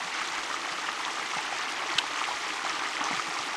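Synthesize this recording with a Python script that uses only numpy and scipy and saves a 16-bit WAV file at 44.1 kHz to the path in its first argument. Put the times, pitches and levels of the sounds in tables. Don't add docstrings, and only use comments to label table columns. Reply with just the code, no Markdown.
import sys
import numpy as np
from scipy import signal
from scipy.fft import rfft, irfft, next_fast_len
from scipy.io import wavfile

SR = 44100
rng = np.random.default_rng(int(sys.argv[2]) if len(sys.argv) > 2 else 0)


def output_pcm(signal):
    pcm = np.clip(np.atleast_2d(signal).T, -1, 1) * 32767
    wavfile.write(sys.argv[1], SR, np.round(pcm).astype(np.int16))


N = 156996


def from_db(db):
    return 10 ** (np.asarray(db) / 20)


def rms_one(x):
    return x / np.sqrt(np.mean(x ** 2) + 1e-20)


def add(out, start_s, sound):
    i = int(max(start_s, 0) * SR)
    out[i:i + len(sound)] += sound[:max(N - i, 0)]


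def drift(corner_hz):
    step = 40
    r = np.exp(-2 * np.pi * corner_hz * step / SR)
    noise = rng.standard_normal(N // step + 2002)
    slow = signal.lfilter([1], [1, -2 * r, r * r], noise)[2000:]
    return np.interp(np.arange(N) / step, np.arange(len(slow)), rms_one(slow))


def colour(x, points):
    size = next_fast_len(2 * N, True)
    hz, db = np.transpose(points)
    log_hz = np.log(np.fft.rfftfreq(size, 1 / SR) + 1)
    gain = rms_one(from_db(np.interp(log_hz, np.log(hz), db)))
    cepstrum = irfft(np.log(gain), size)
    cepstrum[1:size // 2] *= 2
    cepstrum[size // 2 + 1:] = 0
    return irfft(rfft(x, size) * np.exp(rfft(cepstrum)), size)[:N]


def ring(clicks, hz, t60):
    r, w = from_db(-60 / (t60 * SR)), 2 * np.pi * hz / SR
    return signal.lfilter([0, np.sin(w)], [1, -2 * r * np.cos(w), r * r], clicks + 1e-18)


def pulses(rows, rise, attack_cycles):
    out = np.zeros(N)
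    for start_s, hz, db, cycles in rows:
        age = np.arange(int(SR * cycles / hz)) * hz / SR
        attack = 1 - np.exp(-age / attack_cycles)
        decay = from_db(db - 60 * age / cycles)
        tone = np.sin(2 * np.pi * age * (1 + rise * age / cycles / 2))
        add(out, start_s, attack * decay * tone)
    return out


SURGE_DB, SURGE_HZ = 0.53, 74


def flow_db(hz, surge):
    return SURGE_DB * surge + splash_swell_db(hz)


RUSH_DB, RUSH_FLICKER_DB = -37.5, 1.0
CLUMP_HZ = 31


def rush(surge):
    edges = 20 * 2 ** np.arange(0, 10.1, .5)
    white = rng.standard_normal((2, N))
    out = 0
    for k, (low, high) in enumerate(zip(edges, edges[1:])):
        sos = signal.butter(2, [low, high], "band", fs=SR, output="sos")
        band = signal.sosfilt(sos, white[k % 2])
        flicker_db = RUSH_FLICKER_DB * drift(CLUMP_HZ)
        out = out + band * from_db(flow_db(np.sqrt(low * high), surge) + flicker_db)
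    return from_db(RUSH_DB) * rms_one(out)


LARGEST = 3.16
CLUMP_DB = 1.75
BIRTH_CYCLES = 3.4
BUBBLES_DB = 0.17
# lowest f/Hz, highest f/Hz, births per s, cycles to fade by 60 dB,
# spread of strengths/dB, level/dB (per unit of bandwidth, before colouring)
BUBBLE_SWARMS = [(130, 691, 240, 8.8, 0.5, -39), (639, 1515, 400, 19.4, 1.5, -37),
                 (1413, 3360, 750, 24.4, 2.5, -36), (3376, 8650, 1700, 20.3, 3, -35),
                 (8440, 16400, 5300, 35, 4.5, -34)]


def swarm(surge, low_hz, high_hz, per_s, cycles, spread_db, level_db, count=24):
    strength_db = spread_db * np.minimum(rng.exponential(1, N), LARGEST) + CLUMP_DB * drift(CLUMP_HZ)
    strengths = from_db(strength_db) * rng.choice([-1, 1], N)
    births = strengths * (rng.random(N) < per_s / SR)
    pitch_number = rng.integers(0, count, N)
    edges = np.geomspace(low_hz, high_hz, count + 1)
    out = 0
    for k, (low, width) in enumerate(zip(edges, np.diff(edges))):
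        hz = low + width / 2
        tones = ring(births * (pitch_number == k), hz, cycles / hz)
        tones = ring(tones, hz, BIRTH_CYCLES / hz)
        out = out + np.sqrt(2 * width / SR) * rms_one(tones)
    return out * from_db(level_db + BUBBLES_DB + flow_db(np.sqrt(low_hz * high_hz), surge))


# f/Hz, relative level/dB
WATER_COLOUR = [(20, -20), (40, -27.5), (75, -23.5), (120, -22.5), (172, -17), (222, -17.5), (260, -12),
                (310, -5), (375, -8), (440, -8.5), (540, -11.5), (670, -8), (790, -3), (1000, -2.55),
                (1200, 0), (1550, -6), (2050, -3.5), (2500, -7), (2950, -8), (3900, -12.5), (6200, -15.5),
                (8000, -21.5), (10000, -31.5), (12500, -43), (15000, -52), (16000, -50)]


def running_water():
    surge = drift(SURGE_HZ)
    bubbles = sum(swarm(surge, *row) for row in BUBBLE_SWARMS)
    return colour(rush(surge) + bubbles, WATER_COLOUR)


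# t/s, f/Hz at the start, level/dB, cycles to fade by 60 dB
NEAR_PLOPS = [(.003, 770, -25, 20), (.215, 1260, -21.5, 27), (.317, 1240, -32, 20), (.351, 1660, -23, 19),
              (.391, 4100, -20, 12), (.5, 1020, -22, 16), (.542, 1230, -16.5, 25), (.618, 4100, -17, 10),
              (.677, 770, -30, 23), (.724, 4770, -17, 11), (.786, 1190, -23, 18), (.848, 2200, -18.5, 8),
              (.8883, 1770, -16, 16), (.8895, 1140, -18.5, 13), (1.0503, 3400, -9, 7.8),
              (1.196, 1270, -19.5, 26), (1.317, 2230, -23.5, 28), (1.369, 810, -21.5, 17),
              (1.389, 860, -23, 22), (1.525, 796, -22.5, 27), (1.587, 4800, -18, 11),
              (1.597, 1110, -21, 18), (1.795, 780, -39, 20), (1.818, 900, -36, 20), (1.903, 3500, -16, 10),
              (1.914, 1100, -27, 18), (2.0, 970, -25, 30), (2.158, 1150, -19.5, 14), (2.181, 1170, -25, 14),
              (2.2158, 1120, -13, 9.9), (2.2405, 2740, -13, 13), (2.287, 830, -22, 37),
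              (2.311, 1010, -16, 18), (2.3195, 2900, -18, 11), (2.320, 960, -20, 15), (2.649, 784, -21, 18),
              (2.696, 5450, -11, 12), (2.699, 1250, -21.5, 25), (2.968, 2070, -16, 17),
              (3.008, 3000, -16, 11), (3.013, 1130, -17, 19), (3.041, 5860, -11.5, 16),
              (3.0685, 980, -16, 15), (3.085, 1220, -18, 22), (3.1118, 940, -12, 9), (3.131, 2070, -20, 37),
              (3.1955, 1250, -13.5, 22), (3.2045, 1810, -20, 9.8), (3.365, 1010, -19.5, 17),
              (3.389, 4870, -15, 12), (3.391, 1190, -20.5, 20), (3.542, 830, -26, 36)]


def plops():
    return pulses(NEAR_PLOPS, rise=0.041, attack_cycles=0.38)


# t/s, f/Hz at the start, level/dB, cycles to fade by 60 dB
ROCK_GLUGS = [(.045, 177, -42, 19), (.275, 330, -33, 12), (.715, 185, -37, 7), (1.22, 433, -30.5, 19),
              (1.362, 270, -27, 7), (1.365, 150, -35, 7.3), (1.53, 125, -43, 6.8), (1.907, 320, -33.5, 16),
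              (2.638, 340, -29.5, 16), (2.788, 386, -29, 13), (2.855, 318, -32, 15),
              (3.009, 302, -25.5, 12), (3.108, 288, -20.5, 8.4), (3.128, 174, -31.5, 10),
              (3.17, 130, -35, 6.5), (3.255, 320, -30.5, 13), (3.28, 164, -38, 9.7), (3.39, 125, -39, 8),
              (3.462, 367, -31.5, 14)]


def glugs():
    return pulses(ROCK_GLUGS, rise=.05, attack_cycles=0.71)


SCATTER_DB, SCATTER_T60_S = -8, 0.054


def scatter(x):
    t = np.arange(SR // 10) / SR
    fade = from_db(-60 * t / SCATTER_T60_S)
    echoes = rng.standard_normal(len(t)) * fade * (t > .001)
    echoes = echoes / np.linalg.norm(echoes)
    return x + from_db(SCATTER_DB) * signal.fftconvolve(x, echoes)[:N]


NEAR_BAND_HZ = (113, 7200)


def near_water():
    sos = signal.butter(2, NEAR_BAND_HZ, "band", fs=SR, output="sos")
    return signal.sosfilt(sos, scatter(plops() + glugs()))


SPLASH_OCTAVES = 0.86
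# middle t/s, length/s, centre f/Hz, lift in level/dB
WAVELET_SPLASHES = [(.17, .11, 2300, 2.5), (.29, .12, 6500, 0.4), (0.369, 0.052, 1900, 4.5),
                    (0.852, .11, 1800, 3), (1.054, 0.1, 1810, 2), (1.372, .1, 4500, 2.5),
                    (1.413, .12, 900, 2), (1.6, 0.16, 1500, 1.5), (1.813, 0.094, 900, 4.5),
                    (1.91, 0.053, 1300, 3.5), (2.20, .13, 5000, 2.0), (2.225, 0.15, 1500, 2.0),
                    (2.41, .24, 7000, 2), (2.465, 0.11, 2000, 1.5), (2.738, 0.14, 1200, 3),
                    (2.848, 0.065, 1500, 3.5), (3.04, .15, 900, 4), (3.145, .15, 4500, 3),
                    (3.2, .5, 330, 2), (3.375, 0.065, 1000, 2.5), (3.387, 0.26, 6500, 1.8)]


def splash_swell_db(hz):
    t = np.arange(0, N, 200) / SR
    swell = 0
    for middle_s, length_s, centre_hz, db in WAVELET_SPLASHES:
        in_time = -(2 * (t - middle_s) / length_s) ** 2
        in_pitch = -.5 * (np.log2(hz / centre_hz) / SPLASH_OCTAVES) ** 2
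        swell = swell + db * np.exp(in_time + in_pitch)
    return np.interp(np.arange(N) / SR, t, swell)


# t/s, f/Hz at the start, level/dB, cycles to fade by 60 dB
HAND_BUMPS = [(.375, 34.8, -45, 4.3), (1.954, 166, -27.5, 4.7), (2.34, 90, -41, 3.3)]


def bumps():
    return pulses(HAND_BUMPS, rise=-0.18, attack_cycles=0.61)


CONTACT_HZ = (900, 5000)
RATTLE_DB, RATTLE_T60_S = -29, 0.02
CRACK_DB = -8
# t/s, level/dB
CLICK_CONTACTS = [(1.9832, -9), (1.9847, -9), (1.9863, -4), (1.9895, -10.5)]
# f/Hz, level/dB, time to fade by 60 dB/s
CASING_MODES = [(1550, -13.5, .016), (2660, -14.5, .018), (3000, -8, 0.024), (3660, -7, 0.012),
                (4400, -8.5, 0.0048), (5360, -15, 0.0091), (6530, -13.5, 0.0073), (7880, -13.5, 0.0089),
                (11130, -26, .009)]


def plastic_click():
    contacts, t = np.zeros(N), np.arange(SR // 25) / SR
    for start_s, db in CLICK_CONTACTS:
        chatter = rng.standard_normal(len(t)) * from_db(RATTLE_DB - 60 * t / RATTLE_T60_S)
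        add(contacts, start_s, from_db(db) * ((t == 0) + chatter))
    sos = signal.butter(1, CONTACT_HZ, "band", fs=SR, output="sos")
    contacts = signal.sosfilt(sos, contacts)
    ringing = 0
    for k, (hz, db, t60) in enumerate(CASING_MODES):
        ringing = ringing + (-1) ** k * ring(contacts, hz, t60) * from_db(db)
    return ringing + from_db(CRACK_DB) * contacts


def scene():
    return (running_water() + near_water() + bumps() + plastic_click())[None]


def record(dry):
    return signal.sosfilt(signal.ellip(12, .1, 90, 15500, fs=SR, output="sos"), dry)


dry = scene()
out = record(dry)
output_pcm(out)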